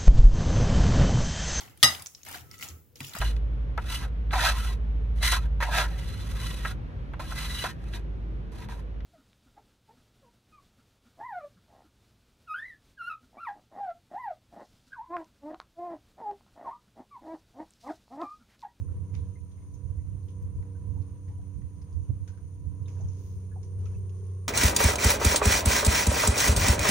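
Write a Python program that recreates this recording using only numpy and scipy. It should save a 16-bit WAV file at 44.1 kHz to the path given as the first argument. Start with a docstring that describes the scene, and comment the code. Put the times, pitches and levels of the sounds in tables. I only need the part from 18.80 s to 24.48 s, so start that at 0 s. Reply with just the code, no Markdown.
"""A river gorge, under the canopy of a slow electric boat. The propeller shaft hums through
the hull; the motor's switching current adds a thin, buzzing whine. Wind rumbles and thumps on
the microphone. Water rushes along the hull, wavelets slap it and trapped air rings as plips.
Late on, the microphone shifts to a second spot, where hull panels drone."""
import sys
import numpy as np
from scipy import signal
from scipy.fft import rfft, irfft
from scipy.io import wavfile
from scipy.ndimage import uniform_filter1d

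SR = 44100
rng = np.random.default_rng(int(sys.argv[2]) if len(sys.argv) > 2 else 0)


def bounce(signal):
    """Save signal as a 16-bit WAV file at the path given by the first command-line argument."""
    frames = np.transpose(np.atleast_2d(signal))
    limited = np.clip(frames, -1, 1)
    pcm = np.round(limited * 32767).astype(np.int16)
    wavfile.write(sys.argv[1], SR, pcm)


N = 250488
TIME = np.arange(N) / SR


def amp(db):
    return 10 ** (np.asarray(db) / 20)


def unit_rms(x):
    return x / np.sqrt(np.mean(x ** 2) + 1e-30)


def curve(rows):
    """Time table at every sample."""
    return np.interp(TIME, *np.transpose(rows))


def over_hz(points, size):
    """Frequency table at every FFT bin."""
    hz, value = np.transpose(points)
    return np.interp(np.log(np.fft.rfftfreq(size, 1 / SR) + 1), np.log(hz + 1), value)


def colour(x, spectrum):
    """Filter by (freq_hz, gain_db) points; output rms 1."""
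    size = x.shape[-1]
    return unit_rms(irfft(rfft(x) * amp(over_hz(spectrum, size)), size))


def pan(side_db):
    """Constant-power gains; side_db is left over right."""
    left = amp(np.atleast_1d(side_db))
    return np.array([left, np.ones_like(left)]) * np.sqrt(2 / (1 + left ** 2))


def drift(rate_hz, size=4096, control_hz=400):
    """Slow random wander, rms about 1."""
    lowpass = np.exp(-(np.fft.rfftfreq(size, 1 / control_hz) / rate_hz) ** 2)
    slow = unit_rms(irfft(rfft(rng.standard_normal(size)) * lowpass))
    return np.interp(TIME, np.arange(size) / control_hz, slow)


def noise(size=N):
    return rng.standard_normal((2, size))


def droplets(per_s, spread_db, size=N):
    """Random clicks of uneven size."""
    sizes = amp(spread_db * np.minimum(rng.exponential(1, size), 4))
    return unit_rms(noise(size) * sizes * (rng.random(size) < per_s / SR))


def surge(start_s, length_s, rise_s, fall_s):
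    """Envelope: smooth rise, hold, exponential fall."""
    up = np.sin(np.pi / 2 * np.clip((TIME - start_s) / rise_s, 0, 1)) ** 2
    return up * np.exp(-np.maximum(TIME - start_s - length_s, 0) / fall_s)


def add(mix, start_s, sound):
    part = mix[:, max(round(start_s * SR), 0):][:, :sound.shape[-1]]
    part += sound[..., :part.shape[-1]]


# Shaft speed: time_s, speed_rev_per_s
SHAFT_SPEED = [(0, 31.55), (.9, 31.55), (1.7, 31.5), (2.7, 31.55), (3.9, 31.42), (4.5, 31.26),
               (5.08, 31.21), (5.38, 31.33), (5.68, 31.22)]
def shaft_turns():
    """Running count of turns at a slightly unsteady speed."""
    return np.cumsum(curve(SHAFT_SPEED) + .04 * drift(6)) / SR


# Propeller load: time_s, swell_db
PROPELLER_LOAD = [(0, 4), (.45, 5), (.62, -2.5), (.9, 1), (1.2, 2), (1.7, 4.5), (2.15, 5), (2.4, 3),
                  (2.9, 0), (3.3, 1.5), (3.75, 0.5), (4.15, 6.5), (4.6, 1.5), (5, 3.5), (5.68, 0)]
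# Microphone path: time_s, place (0 first spot, 1 second spot)
MIC_PLACE = [(0, 0), (3.8, 0), (4.2, 0.15), (4.7, 0.75), (5.3, 1.24), (5.68, 1.45)]
# Shaft harmonics: order, first_spot_db, second_spot_db, first_spot_side_db
SHAFT_ORDERS = [(2, -54, -56, -9), (3, -41, -35, -3), (4, -54, -55, -7), (5, -57, -57, -1),
                (6, -57, -56, 0), (9, -60, -66, -6), (10, -70, -77, -1), (11, -78, -76, -5),
                (12, -71, -61, 2), (13, -76, -67, -1), (14, -80, -71, 4), (15, -67, -64, -3),
                (16, -74, -71, -3), (17, -81, -81, -2), (20, -86, -85, -7), (21, -85, -86, -8),
                (30, -82, -87, -17), (31, -74, -78, -16), (33, -82, -85, -6), (34, -85, -86, -3),
                (36, -90, -83, -9)]
def shaft_hum(turns, tilt_db_per_oct=0.03, waver_db=2.0, slip_rad=0.07, lag_rad=0.55):
    """Shaft orders, led by the three blades; each wavers as the blades meet uneven water."""
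    place, out = curve(MIC_PLACE), np.zeros((2, N))
    for order, first_db, second_db, side_db in SHAFT_ORDERS:
        unrest = .5 if order == 3 else 1
        db = first_db + (second_db - first_db) * place + tilt_db_per_oct * np.log2(order / 3)
        db += unrest * waver_db * drift(5)
        phase = 2 * np.pi * (order * turns + rng.random()) + unrest * slip_rad * drift(11)
        lag = lag_rad * (1 - place) * (2 * rng.random() - 1)
        out += amp(db) * pan(side_db * (1 - 0.37 * place)) * np.sin([phase, phase + lag])
    return out * amp(curve(PROPELLER_LOAD))


# Motor resonances: freq_hz, gain_db
BUZZ_SPECTRUM = [(7300, -65), (7800, -56), (8050, -8.5), (8500, -18.5), (8650, 0.5), (8950, -2.5),
                 (9250, -12.5), (9400, 5), (9520, 4), (9620, -5), (9980, -10.5), (10250, -27.5),
                 (11000, -57)]
# Whine and sidebands, two shaft orders apart: step, level_db
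WHINE_LINES = [(0, -84), (1, -85), (2, -88), (3, -88)]
# Motor fizz: freq_hz, gain_db
FIZZ_SPECTRUM = [(3500, -34), (5000, -19.5), (5600, -3.5), (6400, 5), (6900, 2), (7250, -44), (7800, -26.5)]
def motor(turns, whine_hz=9325, buzz_db=-74, fizz_db=-77, near_db=2.5, switches_per_turn=6):
    """Current switches in uneven bursts that ring high in the motor, with a whine and a fizz."""
    bursts = .5 + np.exp(-(switches_per_turn * turns % 1) / 0.13)
    bursts *= 1 + 0.11 * (np.cos(4 * np.pi * turns) + np.cos(8 * np.pi * turns + 1)) / 2
    buzz = amp(buzz_db) * colour(noise() * bursts, BUZZ_SPECTRUM)
    for step, db in WHINE_LINES:
        phase = 2 * np.pi * (whine_hz * TIME + 2 * step * turns)
        jitter_rad = 0.69 * np.array([drift(35), drift(11)])
        buzz += amp(db + 0.98 * drift(3.9)) * unit_rms(np.sin(phase + jitter_rad))
    fizz = amp(fizz_db + 1.4 * drift(18)) * colour(noise(), FIZZ_SPECTRUM)
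    return buzz * pan(6.2) * amp(near_db * curve(MIC_PLACE)) + fizz * pan(0.32)


# Turbulence: freq_hz, gain_db
RUMBLE_SPECTRUM = [(15, -45), (30, -31.5), (50, -8), (68, -5), (82, 4), (105, -5.5), (130, -12),
                   (170, -21.5), (230, -29), (400, -41.5), (700, -60.5), (1500, -81)]
# Gusts: start_s, length_s, level_db, side_db
WIND_GUSTS = [(-.03, 0.26, -31.5, -7), (0.303, 0.16, -31.5, -12), (1.01, .36, -33, -14),
              (1.599, 0.2, -32.5, 1), (2.052, 0.15, -31, -15), (2.457, 0.14, -35, -2),
              (2.737, 0.092, -30.5, -17), (3.097, .33, -34, -5), (3.82, 0.084, -32.5, -14),
              (4.205, 0.068, -31, 0.5), (4.883, 0.29, -36.5, 7.5)]
def wind(gain_db=-3, lump_db=3, breeze_db=-39.5, shelter_db=-3):
    """Turbulence rumbles on each microphone port separately: gusts over a light breeze."""
    air = colour(noise(), RUMBLE_SPECTRUM)
    air /= np.sqrt(uniform_filter1d(air ** 2, size=5000, axis=1))  # flatten the slow level
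    place = curve(MIC_PLACE)
    # Breeze: right port at the first spot, left at the more sheltered second.
    power = (amp(breeze_db + shelter_db * place) * pan(-10.5 + 15 * place)) ** 2
    for start_s, length_s, db, side_db in WIND_GUSTS:
        power += (amp(db) * pan(side_db) * surge(start_s, length_s, rise_s=0.044, fall_s=0.048)) ** 2
    lumps = np.array([drift(11), drift(11)])
    return air * np.sqrt(power) * amp(gain_db + lump_db * lumps)


def air_hiss(level_db=-79):
    """Even hiss of open air and microphone."""
    spectrum = [(800, -17.5), (2200, 3.5), (3200, -2.5), (4500, -1), (6500, -11), (7600, -28),
                (12000, -4.5), (16000, -7.5)]
    return amp(level_db) * colour(noise(), spectrum)


# Ripples breaking on the bow: start_s, length_s, spray_db, wash_swell_db
BOW_RIPPLES = [(4.04, 0.17, -69, 4.5), (4.277, 0.23, -67, -1), (4.96, 0.17, -71.5, 3.5),
               (5.3, 0.22, -73.5, 4)]
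RIPPLE_RISE_S, RIPPLE_FALL_S = 0.056, 0.12
def wash_swell_db(load_share=0.35):
    """Wash level follows propeller load and bow ripples."""
    ripples_db = sum(db * surge(start_s, length_s, RIPPLE_RISE_S, RIPPLE_FALL_S)
                     for start_s, length_s, _, db in BOW_RIPPLES)
    return load_share * curve(PROPELLER_LOAD) + ripples_db


# Water rush: freq_hz, gain_db
WASH_SPECTRUM = [(60, -1), (200, -4), (300, -8.5), (470, -9), (600, -17), (800, -21), (1020, -14.5),
                 (1300, -23), (2200, -31.5), (3000, -31.5), (5000, -42.5), (15500, -75.5)]
# Rush balance: freq_hz, side_db
WASH_BALANCE = [(100, -2.5), (450, 6), (650, -4.5), (1000, -5), (2000, -2), (5000, -0.5), (15000, 11.5)]
# Rush left-right likeness: freq_hz, correlation
WASH_CORRELATION = [(100, 0), (500, 0.89), (1200, 0), (2000, 0), (15000, 0.052)]
def wash(level_db=-62, flutter_db=1.8):
    """Water rushes softly along the hull."""
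    left, unrelated = rfft(noise())
    likeness = np.clip(over_hz(WASH_CORRELATION, N), -1, 1)
    right = likeness * left + np.sqrt(1 - likeness ** 2) * unrelated
    rush = irfft(np.array([left, right]) * pan(over_hz(WASH_BALANCE, N)), N)
    return colour(rush, WASH_SPECTRUM) * amp(level_db + wash_swell_db() + flutter_db * drift(16))


# Falling drops: freq_hz, gain_db
SPRAY_SPECTRUM = [(300, -30.5), (800, 0.5), (1500, -2.5), (2600, -1), (4200, -3), (5400, 1.5), (6500, 8),
                  (7600, -13), (10000, -14), (13000, -19.5), (16000, -14.5)]
def spray(calm_db=-82, tilt_db_per_oct=3.5):
    """Faint steady drops, with a sheet of spray when the bow meets a ripple."""
    spectrum = [(hz, db + tilt_db_per_oct * np.log2(min(hz, 7000) / 3000)) for hz, db in SPRAY_SPECTRUM]
    sheets = np.max([amp(db) * surge(start_s, length_s, RIPPLE_RISE_S, RIPPLE_FALL_S)
                     for start_s, length_s, db, _ in BOW_RIPPLES], axis=0)
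    drops = colour(droplets(per_s=5000, spread_db=1.6), spectrum)
    return drops * np.hypot(amp(calm_db), sheets) * amp(0.7 * drift(18))


def bubble(pitch_hz, level_db, t60_s, size=8192):
    """Trapped air rings down at a slightly unsteady pitch."""
    t = np.arange(size) / SR
    wobble_rad = .8 * colour(noise(size), [(60, 0), (150, -4), (600, -30), (3000, -70)])
    envelope = amp(level_db - 60 * t / t60_s) * (1 - np.exp(-t / .002))
    return envelope * np.sin(2 * np.pi * pitch_hz * t + wobble_rad) * pan(-5.5)


def gurgle(level_db=-72.5, spread_db=2.0, swell_gain=1.6, count=320):
    """Crowds of tiny, quickly damped bubbles, louder as the wash swells."""
    out, swell_db = np.zeros((2, N)), wash_swell_db()
    for when, high, loud in rng.random((count, 3)):
        size_db = spread_db * min(-np.log(1 - loud), 3) - 4 * high
        db = level_db + size_db + swell_gain * swell_db[int(when * N)]
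        add(out, when * N / SR, bubble(1150 * 3 ** high, db, t60_s=.028, size=2048))
    return out


# Clear bubbles: start_s, level_db, pitch_hz
CLEAR_BUBBLES = [(.082, -61, 1353), (.556, -57, 2080), (.774, -66.5, 2090), (.82, -68, 2130),
                 (1.189, -67, 1950), (1.949, -63, 1550), (2.165, -52, 912), (2.5, -55.5, 860),
                 (2.59, -56, 678), (3.532, -63, 1575), (4.056, -58.5, 3680), (4.198, -50.5, 657),
                 (4.212, -52.5, 834), (4.714, -56, 1694), (4.757, -45, 745), (5.056, -56.5, 1295),
                 (5.145, -61, 2610)]
def plips(neighbour_db=-4, pitch_spread=0.16, neighbours=4):
    """Each clear bubble trails neighbours of similar size; small bubbles die sooner."""
    out = np.zeros((2, N))
    for start_s, db, pitch_hz in CLEAR_BUBBLES:
        t60_s = .1 * (1000 / pitch_hz) ** 0.19
        add(out, start_s, bubble(pitch_hz, db, t60_s))
        for late, high in rng.random((neighbours, 2)):
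            neighbour_hz = pitch_hz * (1 + pitch_spread * (2 * high - 1))
            neighbour = bubble(neighbour_hz, db + neighbour_db - 8 * late, t60_s / 2)
            add(out, start_s + .06 * late ** 2, neighbour)
    return out


# Wavelets on the hull: start_s, level_db, tilt_db_per_oct, t60_s, pocket_hz
WAVELETS = [(.34, -59, -4, 0.17, 2280), (.351, -53, -1.5, 0.019, 3720), (.715, -70, 1, 0.081, 3580),
            (.94, -64, 2, .09, 6500), (1.483, -67, 0, 0.18, 3130), (1.827, -58.5, -15.5, .03, 1850),
            (2.218, -68.5, 2, .06, 4200), (2.48, -67, -3, 0.17, 1900), (2.817, -65.5, -8, 0.064, 1890),
            (3.015, -67, -5, .15, 4950), (3.127, -67.5, 6, .046, 4760), (3.477, -56.5, -0.5, 0.12, 1530),
            (3.574, -63.5, -6, 0.091, 1510), (4.081, -58, 2, .088, 2350), (4.209, -61.5, 16, 0.15, 6070),
            (4.284, -60, 1, 0.11, 5940), (4.831, -53.5, -3.5, 0.026, 5730), (5.055, -57.5, 1, .09, 2480),
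            (5.295, -62.5, 4.5, 0.051, 2750)]
def splashes(tail_db=-13, tail_t60_s=0.51, rise_s=0.00013, snap_t60_s=0.0059, faint_count=10, size=16384):
    """A wavelet snaps on the hull, rings an air pocket, falls as drops; faint ones come at random."""
    out, t = np.zeros((2, N)), np.arange(size) / SR
    faint = [((k + late) * N / SR / faint_count, -77 + 4 * loud, 1.5, .06, 3000 * 2 ** high)
             for k, (late, loud, high) in enumerate(rng.random((faint_count, 3)))]
    for start_s, db, tilt_db_per_oct, t60_s, pocket_hz in WAVELETS + faint:
        spectrum = [(hz, gain_db + tilt_db_per_oct * np.log2(np.clip(hz, 800, 7000) / 3000))
                    for hz, gain_db in SPRAY_SPECTRUM]
        drops = colour(droplets(per_s=7000, spread_db=2.5, size=size), spectrum)
        pocket = signal.lfilter(*signal.iirpeak(pocket_hz, Q=6, fs=SR), drops)
        envelope = (1 - np.exp(-t / rise_s)) * (amp(-60 * t / t60_s) + amp(tail_db - 60 * t / tail_t60_s))
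        patter = unit_rms(drops + 3.2 * pocket) * envelope
        impact = colour(noise(size), SPRAY_SPECTRUM)
        ring = signal.lfilter(*signal.iirpeak(pocket_hz * 1.1, Q=2.5, fs=SR), impact)
        snap = unit_rms(ring) * amp(-60 * t / snap_t60_s)
        add(out, start_s, amp(db) * pan(-0.5 + 2 * rng.standard_normal()) * (patter + snap))
    return out


# Fine droplets: start_s, level_db
DROPLET_TICKS = [(.648, -70), (0.939, -57), (1.454, -56), (1.62, -54), (2.629, -60), (5.178, -51)]
def ticks(gain_db=-9, t60_s=0.063, rise_s=0.0026, size=4096):
    """Fine droplets fizz as they land."""
    out, t = np.zeros((2, N)), np.arange(size) / SR
    spectrum = [(3000, -22), (8000, 0), (13000, 0), (16000, -5)]
    for start_s, db in DROPLET_TICKS:
        drops = colour(droplets(per_s=8000, spread_db=2, size=size), spectrum)
        add(out, start_s, amp(gain_db + db - 60 * t / t60_s) * (1 - np.exp(-t / rise_s)) * drops)
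    return out


# Big eddies: peak_s, level_db, pitch_hz, side_db
EDDIES = [(1.06, -22.5, 90, -20), (1.19, -26, 78, -16), (1.645, -27.5, 95, 10), (1.757, -24, 85, -10),
          (3.303, -16.8, 104, -20), (4.023, -22.5, 98, -12)]
def buffets(width_s=.013, puff_db=-25):
    """Single eddies thump a microphone port; harder ones puff more."""
    out, t = np.zeros((2, N)), np.arange(-SR // 20, SR // 20) / SR
    spectrum = [(100, -42.5), (200, 11), (450, -1), (700, -15), (1300, -33.5), (5000, -66)]
    hardest_db = max(row[1] for row in EDDIES)
    for peak_s, db, pitch_hz, side_db in EDDIES:
        puff = amp(puff_db + db - hardest_db) * colour(noise(len(t)), spectrum)
        thump = (puff - np.cos(2 * np.pi * pitch_hz * t)) / np.cosh(2 * t / width_s)
        add(out, peak_s + t[0], amp(db) * pan(side_db) * thump)
    return out


# Hull panel modes: pitch_hz, width_hz, second_spot_db, place_exponent
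PANEL_MODES = [(410, 69, -62.5, 0.4), (1070, 110, -90, 6.3)]
def hull_drone(turns, crossfeed=0.33):
    """Panels near the second spot drone, shaken once by every blade."""
    shake = noise() * (1 + .7 * np.cos(6 * np.pi * turns))
    shake = shake + crossfeed * shake[::-1]
    out = np.zeros((2, N))
    for pitch_hz, width_hz, db, place_exponent in PANEL_MODES:
        mode = signal.iirpeak(pitch_hz, pitch_hz / width_hz, SR)
        drone = unit_rms(signal.lfilter(*mode, signal.lfilter(*mode, shake)))
        out += amp(db) * curve(MIC_PLACE) ** place_exponent * drone
    return out


def thin_hiss(level_db=-69):
    """A high hiss swells once on the right and fades."""
    swell = surge(start_s=4.33, length_s=.14, rise_s=.14, fall_s=.1)
    hiss = colour(noise(), [(5000, -25), (10000, -12), (12500, 2.5), (16000, 1.5)])
    return amp(level_db) * swell * pan(-14) * hiss


def scene():
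    """Boat, water and air in stereo."""
    turns = shaft_turns()
    boat = shaft_hum(turns) + hull_drone(turns) + motor(turns)
    water = wash() + spray() + splashes() + ticks() + plips() + gurgle()
    return boat + water + wind() + buffets() + thin_hiss() + air_hiss()


def record(dry):
    """Steep treble cut."""
    lowpass = signal.firwin(511, cutoff=15720, window=("kaiser", 9), fs=SR)
    return signal.oaconvolve(dry, lowpass[None], "same")


dry = scene()
out = record(dry)
bounce(out)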